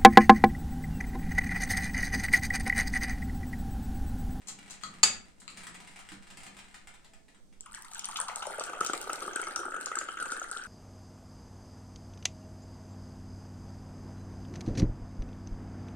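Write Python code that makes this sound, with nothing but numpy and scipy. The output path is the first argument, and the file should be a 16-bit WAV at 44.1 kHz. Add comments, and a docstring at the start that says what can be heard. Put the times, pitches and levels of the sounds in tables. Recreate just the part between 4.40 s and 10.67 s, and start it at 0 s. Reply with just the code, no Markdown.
"""In a small room, a metal teapot is taken from its tray with one sharp clack that sets its modes ringing,
while plastic crinkles further off. Then tea falls from a height into a glass. The jet traps air, and each
bubble rings as a damped oscillator: first come falling chirps and spurts of spray, then plops near the
note of the air in the glass, over a gurgle that sinks as the pool deepens. A faint hum comes and goes."""
import sys
import numpy as np
from scipy import signal
from scipy.fft import rfft, irfft
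from scipy.io import wavfile
from scipy.ndimage import uniform_filter1d

SR = 44100
rng = np.random.default_rng(int(sys.argv[2]) if len(sys.argv) > 2 else 0)


def store_pcm(level_fs):
    """Save levels as 16-bit WAV."""
    pcm = np.round(np.clip(level_fs, -1, 1) * 32767).astype(np.int16)
    wavfile.write(sys.argv[1], SR, np.atleast_2d(pcm).T)


N = 276507
TIME = np.arange(N) / SR
POUR_S, BAND_LIMIT_HZ = 3.2, 16300

# Strength of the jet, from drips to a steady pour. Each row: time in seconds, level in dB.
JET_STRENGTH = [(3.2, -20), (3.3, -10.5), (3.36, -9.5), (3.52, -8.5), (3.8, -3), (4.1, -2), (4.55, 0),
                (5.6, -1.5), (5.74, -4.5), (5.8, -1), (6.17, -3.5), (6.27, -5.5)]
# The first bubbles. Each row: start in seconds, level in dB, first and last pitch in Hz, splash in dB.
CHIRPS = [(3.259, -33.5, 1450, 1010, -2), (3.339, -34, 1950, 1340, 4), (3.354, -41, 2350, 1920, -7),
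          (3.362, -40, 2250, 1560, -3), (3.376, -36, 1410, 980, -6), (3.445, -41, 1090, 850, 4),
          (3.513, -40, 836, 735, 0), (3.552, -31, 1740, 1320, -8), (3.686, -28, 1410, 820, -3),
          (3.729, -30, 1380, 1070, -5), (3.786, -19.5, 1460, 876, -29), (3.801, -25.5, 1793, 1210, -18),
          (3.883, -20, 1468, 700, -13), (4.027, -28, 1500, 666, -20), (4.052, -24.5, 1050, 750, -3)]
# The largest bubbles. Each row: start in seconds, level in dB, pitch in Hz, relative splash in dB.
PLOPS = [(3.645, -37, 1180, 3), (3.758, -28, 1280, 4), (3.966, -25.5, 1230, -22), (4.025, -21, 1370, -8),
         (4.071, -20.5, 596, -20), (4.104, -28, 610, -10), (4.185, -20, 587, -10), (4.209, -20.5, 1195, -8),
         (4.296, -29.5, 1186, 3), (4.334, -21, 1240, -5), (4.41, -8, 1300, -18), (4.431, -36, 1460, 14),
         (4.497, -14.5, 1395, -17), (4.535, -16, 1220, -16), (4.674, -24.5, 1270, -20),
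         (4.696, -15, 1310, -6), (4.731, -30, 1420, -22), (4.822, -21, 1294, -6), (4.879, -17.5, 1240, -35),
         (4.961, -17.5, 1503, -2), (4.997, -19, 1395, -4.5), (5.027, -24, 1294, -22),
         (5.072, -20.5, 1260, -34), (5.162, -17.5, 1335, -5), (5.191, -20.5, 1360, -11),
         (5.253, -20.5, 1350, -32), (5.282, -22, 1360, -25), (5.321, -23, 1360, -6),
         (5.343, -17.5, 1347, -9.5), (5.364, -20.5, 1320, -4), (5.469, -22, 1430, -13),
         (5.516, -16.5, 1310, -8), (5.553, -19.5, 1530, -28), (5.57, -17, 1290, -28),
         (5.612, -23.5, 1240, 1.5), (5.687, -18.5, 1335, -9.5), (5.771, -22.5, 1370, -3),
         (5.8, -19, 1450, -3), (5.824, -18.5, 1360, -8), (5.857, -27.5, 1400, 6), (5.904, -27, 1420, -20),
         (5.921, -15, 1426, -29), (6.016, -18.5, 1380, -35), (6.118, -23, 1356, -21),
         (6.165, -20.5, 1370, -11)]
# What the glass lets out of the pool's low sound. 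Each row: frequency in Hz, gain in dB.
POOL_SPECTRUM = [(120, -22.5), (180, 3), (260, -2), (390, 2), (650, -2.5), (880, 7), (1040, -2.5),
                 (1300, -26), (2500, -21)]
# The colour of splashing. Each row: frequency in Hz, gain in dB.
SPLASH_SPECTRUM = [(900, -39), (1600, 6.5), (2300, -2.5), (3100, -1.5), (4500, -17), (7000, 18.5),
                   (8800, -42), (10500, 7.5), (16000, -18)]


def amp(db):
    """Amplitude ratio of a level in decibels."""
    return 10 ** (np.asarray(db) / 20)


def unit_rms(x):
    """Normalisation to unit mean power."""
    return x / np.sqrt(np.mean(x ** 2) + 1e-20)


def at_hz(points, hz):
    """Interpolation on a logarithmic frequency axis."""
    frequencies, values = np.transpose(points)
    return np.interp(np.log(hz + 1), np.log(frequencies + 1), values)


def at_time(rows, s):
    """Linear interpolation of a curve at time s."""
    return np.interp(s, *np.transpose(rows))


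def add(mix, s, sound):
    """Superposition: a sound joins the mix at time s."""
    part = mix[max(round(s * SR), 0):][:len(sound)]
    part += sound[:len(part)]


def colour(x, spectrum):
    """Minimum-phase filtering, of unit energy, with the given spectrum."""
    log_gain = np.log(amp(at_hz(spectrum, abs(np.fft.fftfreq(4096, 1 / SR)))))
    response = np.exp(np.conj(signal.hilbert(log_gain)))
    taps = np.fft.ifft(response).real[:2048]
    return signal.oaconvolve(x, taps / np.linalg.norm(taps))[:len(x)]


def burst(t, decay_s):
    """White noise in exponential decay."""
    return rng.standard_normal(len(t)) * np.exp(-t / decay_s)


def clicks(size, per_s, spread_db):
    """A Poisson train of impulses, most of them small."""
    chance, height, sign = rng.random(size), rng.exponential(1, size), rng.choice([-1., 1.], size)
    return sign * amp(spread_db * np.minimum(height, 3)) * (chance < per_s / SR)


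def bubble(hz, cycles, rise):
    """A damped oscillator swells for some cycles and dies; a bubble's pitch rises near the surface."""
    age = np.arange(0, 6, hz / cycles / SR)  # in swell times
    turns = cycles * (age + rise * (age * age / 2 - age)) + rng.random()
    return (age * np.exp(1 - age)) ** 2 * np.sin(2 * np.pi * turns)


def diffuse(pair):
    """A diffuse field is partly coherent at two nearby points."""
    # Each row: frequency in Hz, correlation of the channels.
    coherence = [(30, 0.064), (150, 0.072), (350, 0.34), (900, 0.036), (2000, 0.19), (15000, 0.093)]
    left, other = rfft(pair)
    alike = at_hz(coherence, np.fft.rfftfreq(pair.shape[1], 1 / SR))
    return irfft([left, alike * left + np.sqrt(1 - alike ** 2) * other], pair.shape[1])


def in_room(x, wet_db, left_db, lead):
    """Direct sound, left_db louder and lead samples earlier on the left, plus diffuse reverberation."""
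    # Each row: frequency in Hz, time to fall 60 dB in seconds.
    reverb_times = [(150, 1), (500, 0.5), (1500, 0.38), (4700, 0.3), (8000, 0.27), (15000, 0.11)]
    hz, t, bands = signal.stft(rng.standard_normal((2, SR // 2)), SR, nperseg=256)
    decay = amp(-60 * t / at_hz(reverb_times, hz)[:, None])
    onset = 1 - np.exp(-(t / .00067) ** 2)
    tail = diffuse(signal.istft(bands * decay * onset, SR)[1])
    wet = signal.fftconvolve(x[None], tail / np.linalg.norm(tail[0]), axes=1)[:, :N]
    delayed = irfft(rfft(x) * np.exp(-2j * np.pi * np.fft.rfftfreq(N) * lead), N)
    direct = np.array([x * amp(left_db / 2), delayed * amp(-left_db / 2)])
    return direct + amp(wet_db) * wet * amp([[.7], [-.7]])


def room_air():
    """Still air is heard as a faint diffuse field of noise."""
    # Each row: frequency in Hz, gain in dB.
    spectrum = [(12, 12.5), (25, -0.5), (50, -3), (100, -15), (250, -10), (600, -18), (2000, -33.5),
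                (4500, -29.5), (8500, -28.5), (10500, -38.5), (15000, -47)]
    noise = np.array([unit_rms(colour(x, spectrum)) for x in rng.standard_normal((2, N))])
    return amp(-58) * diffuse(noise) * amp([[-1.5], [1.5]])


def hum():
    """Slow modulation makes a low tone waver; it swells and sinks together with a band of noise."""
    # Each row: time in seconds, pitch in Hz.
    pitch = [(1.15, 194.3), (1.3, 175), (1.5, 177.3), (1.65, 198.5)]
    # Each row: start in seconds, length in seconds, level in dB.
    swells = [(0.05, 0.36, -60.5), (0.425, 0.4, -55.5), (1.002, 0.69, -61.5), (1.715, 0.15, -56),
              (1.903, 0.43, -61.5), (3.676, 0.31, -68.5)]
    level = np.full(N, amp(-71.5))
    for s, length, db in swells:
        add(level, s, amp(db) * np.sin(np.pi * np.linspace(0, 1, round(length * SR)) ** .55))
    waver = unit_rms(uniform_filter1d(rng.standard_normal(N), SR // 20))
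    tone = unit_rms(np.sin(2 * np.pi * np.cumsum(at_time(pitch, TIME) + 3 * waver) / SR))
    band = signal.butter(2, [110, 290], "band", fs=SR, output="sos")
    murmur = unit_rms(signal.sosfilt(band, rng.standard_normal(N)))
    return level * (amp(-3) * tone * (1 + .35 * waver) + amp(-3.5) * murmur)


def hollow_tones():
    """Two soft, hollow tones swell and die as damped oscillations."""
    # Each row: start in seconds, level in dB, pitch in Hz, swell in cycles.
    tones = [(1.715, -49, 310, 4.3), (2.669, -68, 661.5, 50)]
    out = np.zeros(N)
    for s, db, hz, cycles in tones:
        add(out, s, amp(db) * bubble(hz, cycles, rise=-.0027))
    return in_room(out, wet_db=-15, left_db=-2, lead=1)


def plastic():
    """Thin plastic buckles in snaps over a soft rustle; at a distance, reverberation dominates."""
    # Each row: start in seconds, level in dB.
    snaps = [(0.189, -43.5), (1.173, -35.5), (1.234, -37), (1.269, -31), (1.345, -37), (1.402, -42),
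             (1.473, -42), (1.511, -43.5), (1.56, -39.5), (1.591, -37), (1.689, -40.5), (1.719, -39.5),
             (1.903, -36.5), (1.972, -38.5), (2.005, -44), (2.032, -38), (2.065, -38), (2.168, -38.5),
             (2.188, -40), (2.343, -38.5), (2.472, -40), (2.54, -41), (2.646, -41.5), (2.735, -43.5),
             (2.883, -49), (2.947, -49), (3.127, -53.5)]
    # Each row: frequency in Hz, gain in dB.
    spectrum = [(180, -13), (300, -17.5), (511, -13), (900, -6), (1190, -8), (2000, -3), (6000, -17),
                (8500, -9.5), (11000, -27.5), (16000, -34.5)]
    # Two spells of handling. Each row: time in seconds, level in dB.
    rustle = [(0, -49.5), (.35, -44), (.55, -43.5), (.95, -54), (1.15, -37.5), (1.5, -49.5), (2.05, -47),
              (2.6, -56.5), (3.2, -96)]
    t, out = TIME[:SR // 10], np.zeros(N)
    for s, db in snaps:
        creases = unit_rms(clicks(len(t), per_s=1500, spread_db=5)) * np.exp(-t / .007)
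        snap = colour(1.18 * burst(t, .001) + .77 * creases, spectrum)
        body = signal.sosfilt(signal.butter(1, 4000, fs=SR, output="sos"), snap)
        treble = snap - body
        add(out, s, amp(db - 8.5) * (body + amp(2) * treble))
    folds = clicks(N, per_s=220, spread_db=8)
    out += amp(at_time(rustle, TIME) - 20) * unit_rms(colour(folds, spectrum))
    return in_room(out, wet_db=4.5, left_db=3, lead=0)


def handling():
    """Friction makes gritty scrapes as the teapot is gripped; soft impacts excite the tray's modes."""
    # Each row: start in seconds, level in dB, brightest frequency in Hz, decay in seconds.
    scrapes = [(0.071, -34.5, 7200, .016), (0.082, -26.5, 7100, .01), (0.298, -37, 6330, .008),
               (0.306, -29.5, 7470, .007), (0.424, -44, 6500, .009), (0.456, -44, 6800, .014),
               (0.999, -42.5, 7740, .01), (1.099, -42.5, 7800, .01)]
    # Each row: ratio to the brightest frequency, gain in dB.
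    scrape_shape = [(.05, -22), (.13, -10), (.25, -13), (.48, -8.5), (.62, -4), (.78, -8.5), (1, 3),
                    (1.2, -4.5), (1.45, -16), (2.2, -30)]
    # Each row: start in seconds, level in dB, relative ring in dB.
    taps = [(0.436, -21, -7), (1.079, -25, -22)]
    # Each row: frequency in Hz, gain in dB.
    knock_spectrum = [(500, -23.5), (950, -18.5), (1240, -1.5), (1600, -15.5), (2200, -10.5), (3400, -12),
                      (4600, -9), (5600, -29), (7200, -10.5), (11000, -39.5)]
    # Each row: frequency in Hz, level in dB, time to fall 60 dB in seconds.
    tray_modes = [(1257, -3, 0.042), (3260, -9.5, 0.045), (4240, -10.5, 0.072), (6600, -10.5, .05)]
    t, out = TIME[:SR // 2], np.zeros(N)
    for s, db, hz, decay_s in scrapes:
        envelope = np.exp(-t / decay_s) * (1 - np.exp(-t / .002))
        grit = unit_rms(clicks(len(t), per_s=4000, spread_db=4)) * envelope
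        spectrum = [(ratio * hz, gain) for ratio, gain in scrape_shape]
        add(out, s, amp(db - 8.5) * colour(grit, spectrum))
    for s, db, ring_db in taps:
        knock = colour(burst(t, .00092), knock_spectrum)
        add(out, s, amp(db - 8.5) * (knock + amp(ring_db) * ring(t, tray_modes)))
    return in_room(out, wet_db=1.5, left_db=8, lead=5.3)


def ring(t, modes):
    """Free vibration after a blow is a sum of decaying normal modes."""
    return sum(amp(db - 60 * t / t60) * np.sin(2 * np.pi * (hz * t + rng.random()))
               for hz, db, t60 in modes)


def teapot():
    """Impact excites the metal's modes: the lid chatters and rings until it seats; the body rings on."""
    # Each row: start in seconds, force in dB.
    blows = [(0.6315, 7.5), (0.6349, 16.5), (0.6367, -5), (0.6406, 5.5), (0.642, -2), (0.6571, -10.5),
             (0.733, -15)]
    # Each row: frequency in Hz, gain in dB.
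    crack_spectrum = [(100, -28), (300, -20), (535, -23), (720, -12), (1020, -19), (1300, -5), (1900, -11),
                      (2580, -8), (3400, -14), (4300, -7), (4880, -1), (5400, -15), (6000, -16), (6900, 0),
                      (8000, -7), (9500, -14), (11500, -27), (16000, -32)]
    # Each row: frequency in Hz, level in dB, time to fall 60 dB in seconds.
    modes = [(877, -15, .35), (1229, -8, .36), (1981, -16, .22), (2567, -8, .28), (3483, -13, .2),
             (4215, -9, .13), (4363, -8, .14), (4403, -7, .17), (4569, -4, .1), (4718, -1, .09),
             (4850, -1, .09), (6654, -6, .19), (6902, -2, .16), (7031, -3, .12), (7374, -4, .16),
             (7472, -7, .19), (8000, -9, .2)]
    t, cracks, ringing = TIME[:SR // 2], np.zeros(N), np.zeros(N)
    for s, db in blows:
        contact = burst(t, .0024) * (1 - np.exp(-t / .0005))
        add(cracks, s, amp(db - 20) * colour(contact, crack_spectrum))
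    lid_free = 1 / (1 + np.exp(np.minimum((t - .012) / .001, 50)))  # seats after 12 ms
    lid = amp(-18.5) * ring(t, modes) * lid_free
    body = amp(-30) * ring(t, modes)
    add(ringing, blows[0][0], lid + body)
    return (in_room(cracks, wet_db=-3, left_db=2.5, lead=11.36)
            + in_room(ringing, wet_db=-20, left_db=2.5, lead=1))


def progress(s):
    """The glass fills at a steady rate: 0 as the pour starts, 1 at the end."""
    return np.clip((s - POUR_S) / (TIME[-1] - POUR_S), 0, 1)


def jet_share(s):
    """Air entrainment grows to its full rate as drips join into a jet."""
    return np.interp(s, [POUR_S, POUR_S + 1.1], [.3, 1])


def pool_hz(s):
    """Minnaert resonance: a deepening pool traps larger bubbles, which ring lower."""
    shallow_hz, deep_hz, deepen_s = 1100, 578, .818
    return deep_hz + (shallow_hz - deep_hz) * np.exp(-((s - POUR_S) / deepen_s) ** 2)


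def glass_hz(s):
    """The resonance of an air column rises in inverse proportion to its length."""
    empty_hz, final_fill = 1184, .2
    return empty_hz / (1 - final_fill * progress(s))


def wake():
    """Agitation dips as the jet thins before each blob, then jumps and decays exponentially."""
    wake_s, full_wake_db, lull_s, lull_depth = .011, -23, .028, .52
    stir, lull, t = np.zeros(N), np.zeros(N), TIME[:SR // 4]
    for s, db, *_ in CHIRPS + PLOPS:
        add(stir, s - .002, amp((db - full_wake_db) / 2) * np.exp(-t / wake_s))
        add(lull, s - lull_s, np.sqrt(np.linspace(0, 1, round(lull_s * SR))))
    return np.minimum(stir, 1) - lull_depth * np.minimum(lull, 1)


def follow_jet(x, db, exponent, fill_db, wake_db):
    """Amplitude is a power law of the jet's strength, shifted by the filling and by each wake."""
    level_db = db + exponent * at_time(JET_STRENGTH, TIME) + fill_db * progress(TIME) + wake_db * wake()
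    return amp(level_db) * x / np.std(x[TIME > POUR_S])


def clumps():
    """Spray flies in clumps: a log-normal gain that changes every few hundredths of a second."""
    drift = unit_rms(uniform_filter1d(rng.standard_normal(N), round(.025 * SR)))
    return unit_rms(amp(4 * drift))


def swarm(per_s, pitch, cycles, spread_db):
    """Random bubbles add incoherently; pitch(s, z) gives Hz from the time and a bell-shaped draw."""
    out = np.zeros(N)
    for when, chance, quantile, size, length in rng.random((round(per_s * TIME[-1]), 5)):
        s = when * TIME[-1]
        if s > POUR_S and chance < jet_share(s):
            z = np.clip(np.log(quantile / (1 - quantile)) / 2, -2, 2)
            hz = min(pitch(s, z), BAND_LIMIT_HZ)
            db = spread_db * min(-np.log(size), 2)
            add(out, s, amp(db) * bubble(hz, cycles * (.5 + length), rise=.035))
    return out / np.sqrt(jet_share(TIME))  # power stays independent of the rate


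def spray():
    """The smallest sources sound highest: tiny bubbles fizz, bursting froth crackles and mist hisses."""
    # Three spectra. Each row: frequency in Hz, gain in dB.
    fizz_spectrum = [(1500, -30), (3000, 32), (5000, 2.5), (7000, -0.5), (8800, 13.5), (10300, -4),
                     (13000, -48), (16000, -40)]
    froth_spectrum = [(1200, -16), (2600, -25), (4000, 4.5), (6500, -13), (9000, 2), (11000, -10.5),
                      (16000, -33)]
    mist_spectrum = [(6000, -38.5), (9500, -4), (11500, 0.5), (14000, 4), (15200, 2), (16300, -27.5)]
    # The mist thins once the pool is deep. Each row: time in seconds, level in dB.
    mist_level = [(3.2, -100), (3.33, -82), (3.58, -74), (4.3, -74), (4.5, -69), (4.85, -71), (5.15, -78),
                  (5.7, -83), (6.27, -85)]
    fizz = swarm(550, lambda s, z: 7500 * np.exp(.22 * z), cycles=3, spread_db=9)
    froth = colour(clicks(N, per_s=110, spread_db=7), froth_spectrum)
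    mist = unit_rms(colour(clicks(N, per_s=3500, spread_db=4), mist_spectrum))
    out = follow_jet(colour(fizz, fizz_spectrum), db=-52, exponent=.9, fill_db=0, wake_db=9)
    out += follow_jet(froth, db=-54.5, exponent=1.5, fill_db=-2, wake_db=5) * (TIME > POUR_S)
    out += amp(at_time(mist_level, TIME) + 8 * wake()) * mist
    return in_room(out * clumps(), wet_db=-8, left_db=3.5, lead=3.5)


def small_drops(per_s=16, top_hz=9200, octaves=1.1, tick_db=-24, spit_db=-10):
    """Lesser drops land at uniformly random times, louder in a stronger jet."""
    length = TIME[-1] - POUR_S
    when, size, pitch = rng.random((round(per_s * length), 3)).T
    starts = POUR_S + length * when
    levels = -40 + 16 * (size - .5) + at_time(JET_STRENGTH, starts)
    pitches = top_hz / 2 ** (octaves * pitch ** 2)
    return [(s, db, hz, tick_db, spit_db) for s, db, hz in zip(starts, levels, pitches)]


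def drops():
    """Drop impact: each ticks on the glass, spits as it breaks up and traps a tiny bubble that pings."""
    # Each row: start in seconds, level in dB, pitch in Hz, relative tick and spit in dB.
    large_drops = [(3.2073, -26.5, 7530, -34, -19.5), (3.26, -37, 8900, -32, -23),
                   (3.32, -36, 8100, -29, -27), (3.3304, -35, 8500, -26, -13), (3.347, -26, 8000, -35, -14),
                   (3.3557, -33, 8850, -30, -21), (3.4218, -34.5, 8900, -16, -16),
                   (3.4466, -38, 8460, -23, -5), (3.5338, -38, 7800, -26, -0.5),
                   (3.5464, -24, 7550, -36, -15), (3.593, -27.5, 7070, -18, -5),
                   (3.6444, -23, 6000, -30, -13), (3.6545, -19, 9030, -44, -17),
                   (3.687, -23, 8600, -42, -33), (3.712, -30, 9000, -42, -9), (3.7696, -30, 9200, -12, 3.5),
                   (3.801, -12.5, 8380, -43, -34), (3.8134, -18.5, 9100, -47, -13),
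                   (3.883, -35, 8450, -25, 3), (3.9586, -17, 8230, -30, -15), (4.068, -31.5, 9000, -25, -1),
                   (4.1818, -31, 9150, -27, -23), (4.1959, -24, 7840, -38, -8),
                   (4.2375, -37, 8500, -29, 7.5), (4.4061, -27, 7800, -23, 2.5),
                   (4.447, -35, 8060, -5, 6.5), (4.463, -31, 8100, -23, 6), (4.47, -22, 6050, -27, -13.5),
                   (4.5329, -20, 7640, -33, -8), (4.614, -37.5, 8040, -2.5, 0.5),
                   (4.731, -20, 7960, -20, -10.5), (4.862, -31, 8350, -22, -13),
                   (4.9592, -16.5, 8230, -47, -19), (5.0154, -21, 8700, -28, -14),
                   (5.1599, -17.5, 5750, -36, -9.5), (5.4106, -34, 8800, -11, -1),
                   (5.459, -18, 7050, -34, -12), (5.555, -18.5, 7900, -34, -13.5),
                   (5.5877, -13.5, 7200, -53, -16), (5.9187, -33.5, 8500, -36, 5),
                   (5.997, -24.5, 6990, -29, -26), (6.113, -21, 8340, -37, -14.5)]
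    # Two spectra. Each row: frequency in Hz, gain in dB.
    tick_spectrum = [(2000, -19), (8000, 4), (11500, -5), (13000, -8), (16000, -14.5)]
    spit_spectrum = [(900, -15), (3000, -4.5), (6500, 5.5), (9000, 5.5), (10500, -15), (16000, -29)]
    t, spits, pings = TIME[:SR // 20], np.zeros(N), np.zeros(N)
    for s, db, hz, tick_db, spit_db in large_drops + small_drops():
        add(pings, s + .0006, amp(db - 2) * bubble(hz, cycles=4.2, rise=.02))
        add(pings, s + .0005, amp(db + tick_db + 8) * colour(burst(t, .0016), tick_spectrum))
        add(spits, s + .0005, amp(db + spit_db + .5) * colour(burst(t, .0022), spit_spectrum))
    return (in_room(spits, wet_db=-5, left_db=3, lead=3.5)
            + in_room(pings, wet_db=-10, left_db=3.5, lead=3.5))


def spurts():
    """The jet's impact on the wall of the glass sheds showers of tiny bubbles that quickly thin out."""
    # Each row: start in seconds, length in seconds, level in dB.
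    showers = [(3.555, 0.091, -53), (3.643, 0.0096, -42), (3.758, 0.013, -37), (3.772, 0.0087, -43.5),
               (3.882, .015, -48.5), (4.022, .014, -42), (4.204, 0.016, -46.5), (4.408, 0.018, -53)]
    out = np.zeros(N)
    for s, length, db in showers:
        shower = np.zeros(round(length * SR))
        for when, size, pitch in rng.random((40, 3)):
            hz = 2700 * 2 ** (1.5 * pitch ** 2)
            add(shower, length * when ** 2, amp(-12 * size) * bubble(hz, cycles=2.2, rise=.05))
        add(out, s, amp(db) * unit_rms(shower))
    return in_room(out, wet_db=-7, left_db=2, lead=4.9)


def stream():
    """Entrained air rings near the note of the glass, in fine spatter and in a sinking gurgle."""
    # What the open mouth of the glass radiates. Each row: frequency in Hz, gain in dB.
    mouth_spectrum = [(400, -24), (700, -9), (870, 9), (1040, -1), (1170, 9), (1480, 12), (1800, 6),
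                      (6000, -8)]
    near_note = swarm(200, lambda s, z: glass_hz(s) * np.exp(.11 * z), cycles=2, spread_db=7)
    fine = swarm(380, lambda s, z: 3000 * np.exp(.32 * z), cycles=2.4, spread_db=6.5)
    # a deeper pool traps a wider range of bubble sizes
    deep = swarm(700, lambda s, z: pool_hz(s) * (1500 / pool_hz(s)) ** (.42 * z), cycles=1.8, spread_db=2)
    churn = follow_jet(colour(near_note, mouth_spectrum), db=-47.5, exponent=1.53, fill_db=7, wake_db=.5)
    spatter = follow_jet(colour(fine, SPLASH_SPECTRUM), db=-51.5, exponent=1, fill_db=-4, wake_db=7.5)
    gurgle = follow_jet(colour(deep, POOL_SPECTRUM), db=-44, exponent=1.6, fill_db=-10, wake_db=9.5)
    return (in_room(churn + spatter * clumps(), wet_db=-4, left_db=1, lead=4.95)
            + in_room(gurgle, wet_db=-15.5, left_db=-1, lead=8.6))


def splash():
    """An impact on the pool throws a puff of spatter and traps four small bubbles."""
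    t = TIME[:SR // 20]
    out = amp(-4) * burst(t, .004) * (1 - np.exp(-t / .001))
    for when, size in rng.random((4, 2)):
        add(out, .007 * when, bubble(1900 + 1800 * size, cycles=2.2, rise=.05))
    return colour(out, SPLASH_SPECTRUM)


def chirps(swell_s=.0042, fall_s=.006):
    """The resonance of each early bubble glides down as the jet digs into the shallow pool."""
    t, out = TIME[:SR // 20], np.zeros(N)
    envelope = (t / swell_s * np.exp(1 - t / swell_s)) ** 2
    for s, db, start_hz, end_hz, splash_db in CHIRPS:
        hz = end_hz + (start_hz - end_hz) * np.exp(-(t / fall_s) ** 2)
        tone = np.sin(2 * np.pi * (np.cumsum(hz) / SR + rng.random()))
        add(out, s, amp(db - 10.5) * envelope * tone)
        add(out, s, amp(db + splash_db - 12) * splash())
    return in_room(out, wet_db=-2.5, left_db=4, lead=1.58)


def fragments(hz):
    """Fragmentation: five bubbles of scattered pitch tear off a plop within milliseconds."""
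    out = np.zeros(SR // 20)
    for when, size in rng.random((5, 2)):
        add(out, .009 * when ** 2, bubble(hz * 2 ** (1.5 * size - .6), cycles=1.4, rise=0))
    return out


def plops(swell_s=.0024):
    """Large bubbles resonate, most near the note of the glass; each pushes the pool and splashes."""
    # The push on the pool. Each row: time in seconds, base level in dB.
    push_level = [(3.2, -43), (3.8, -38), (4.1, -32), (6.27, -50)]
    # Deep bubbles in the filling glass. Each row: start in seconds, level in dB, pitch in Hz.
    glugs = [(4.862, -43, 361), (5.189, -42.5, 353), (5.256, -41, 378)]
    out = np.zeros(N)
    for s, db, hz, splash_db in PLOPS:
        push = np.zeros(SR // 20)
        add(push, 0, bubble(pool_hz(s) * rng.uniform(.65, 1), cycles=.6, rise=.08))
        add(out, s - .0005, amp(db - 9) * bubble(hz, cycles=hz * swell_s, rise=.00051))
        add(out, s, amp(db - 20 - 22 * progress(s)) * fragments(hz))  # less tearing as the glass fills
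        add(out, s, amp(.61 * db + at_time(push_level, s)) * colour(push, POOL_SPECTRUM))
        add(out, s - .001, amp(db + splash_db - 15) * splash())
    for s, db, hz in glugs:
        add(out, s, amp(db) * bubble(hz, cycles=3.2, rise=0))
    return in_room(out, wet_db=-9, left_db=3, lead=1.25)


def scene():
    """The pressures of all sources add by superposition."""
    at_table = handling() + teapot() + plastic()
    pour = chirps() + plops() + stream() + spurts() + spray() + drops()
    return at_table + pour + room_air() + hum() + hollow_tones()


def record(dry):
    """Saturation just clips the clack; a low-pass filter then limits the band."""
    low_pass = signal.firwin(511, BAND_LIMIT_HZ, window=("kaiser", 9), fs=SR)
    return signal.oaconvolve(np.clip(dry, -1, 1), low_pass[None], "same")


dry = scene()
out = record(dry)
store_pcm(out)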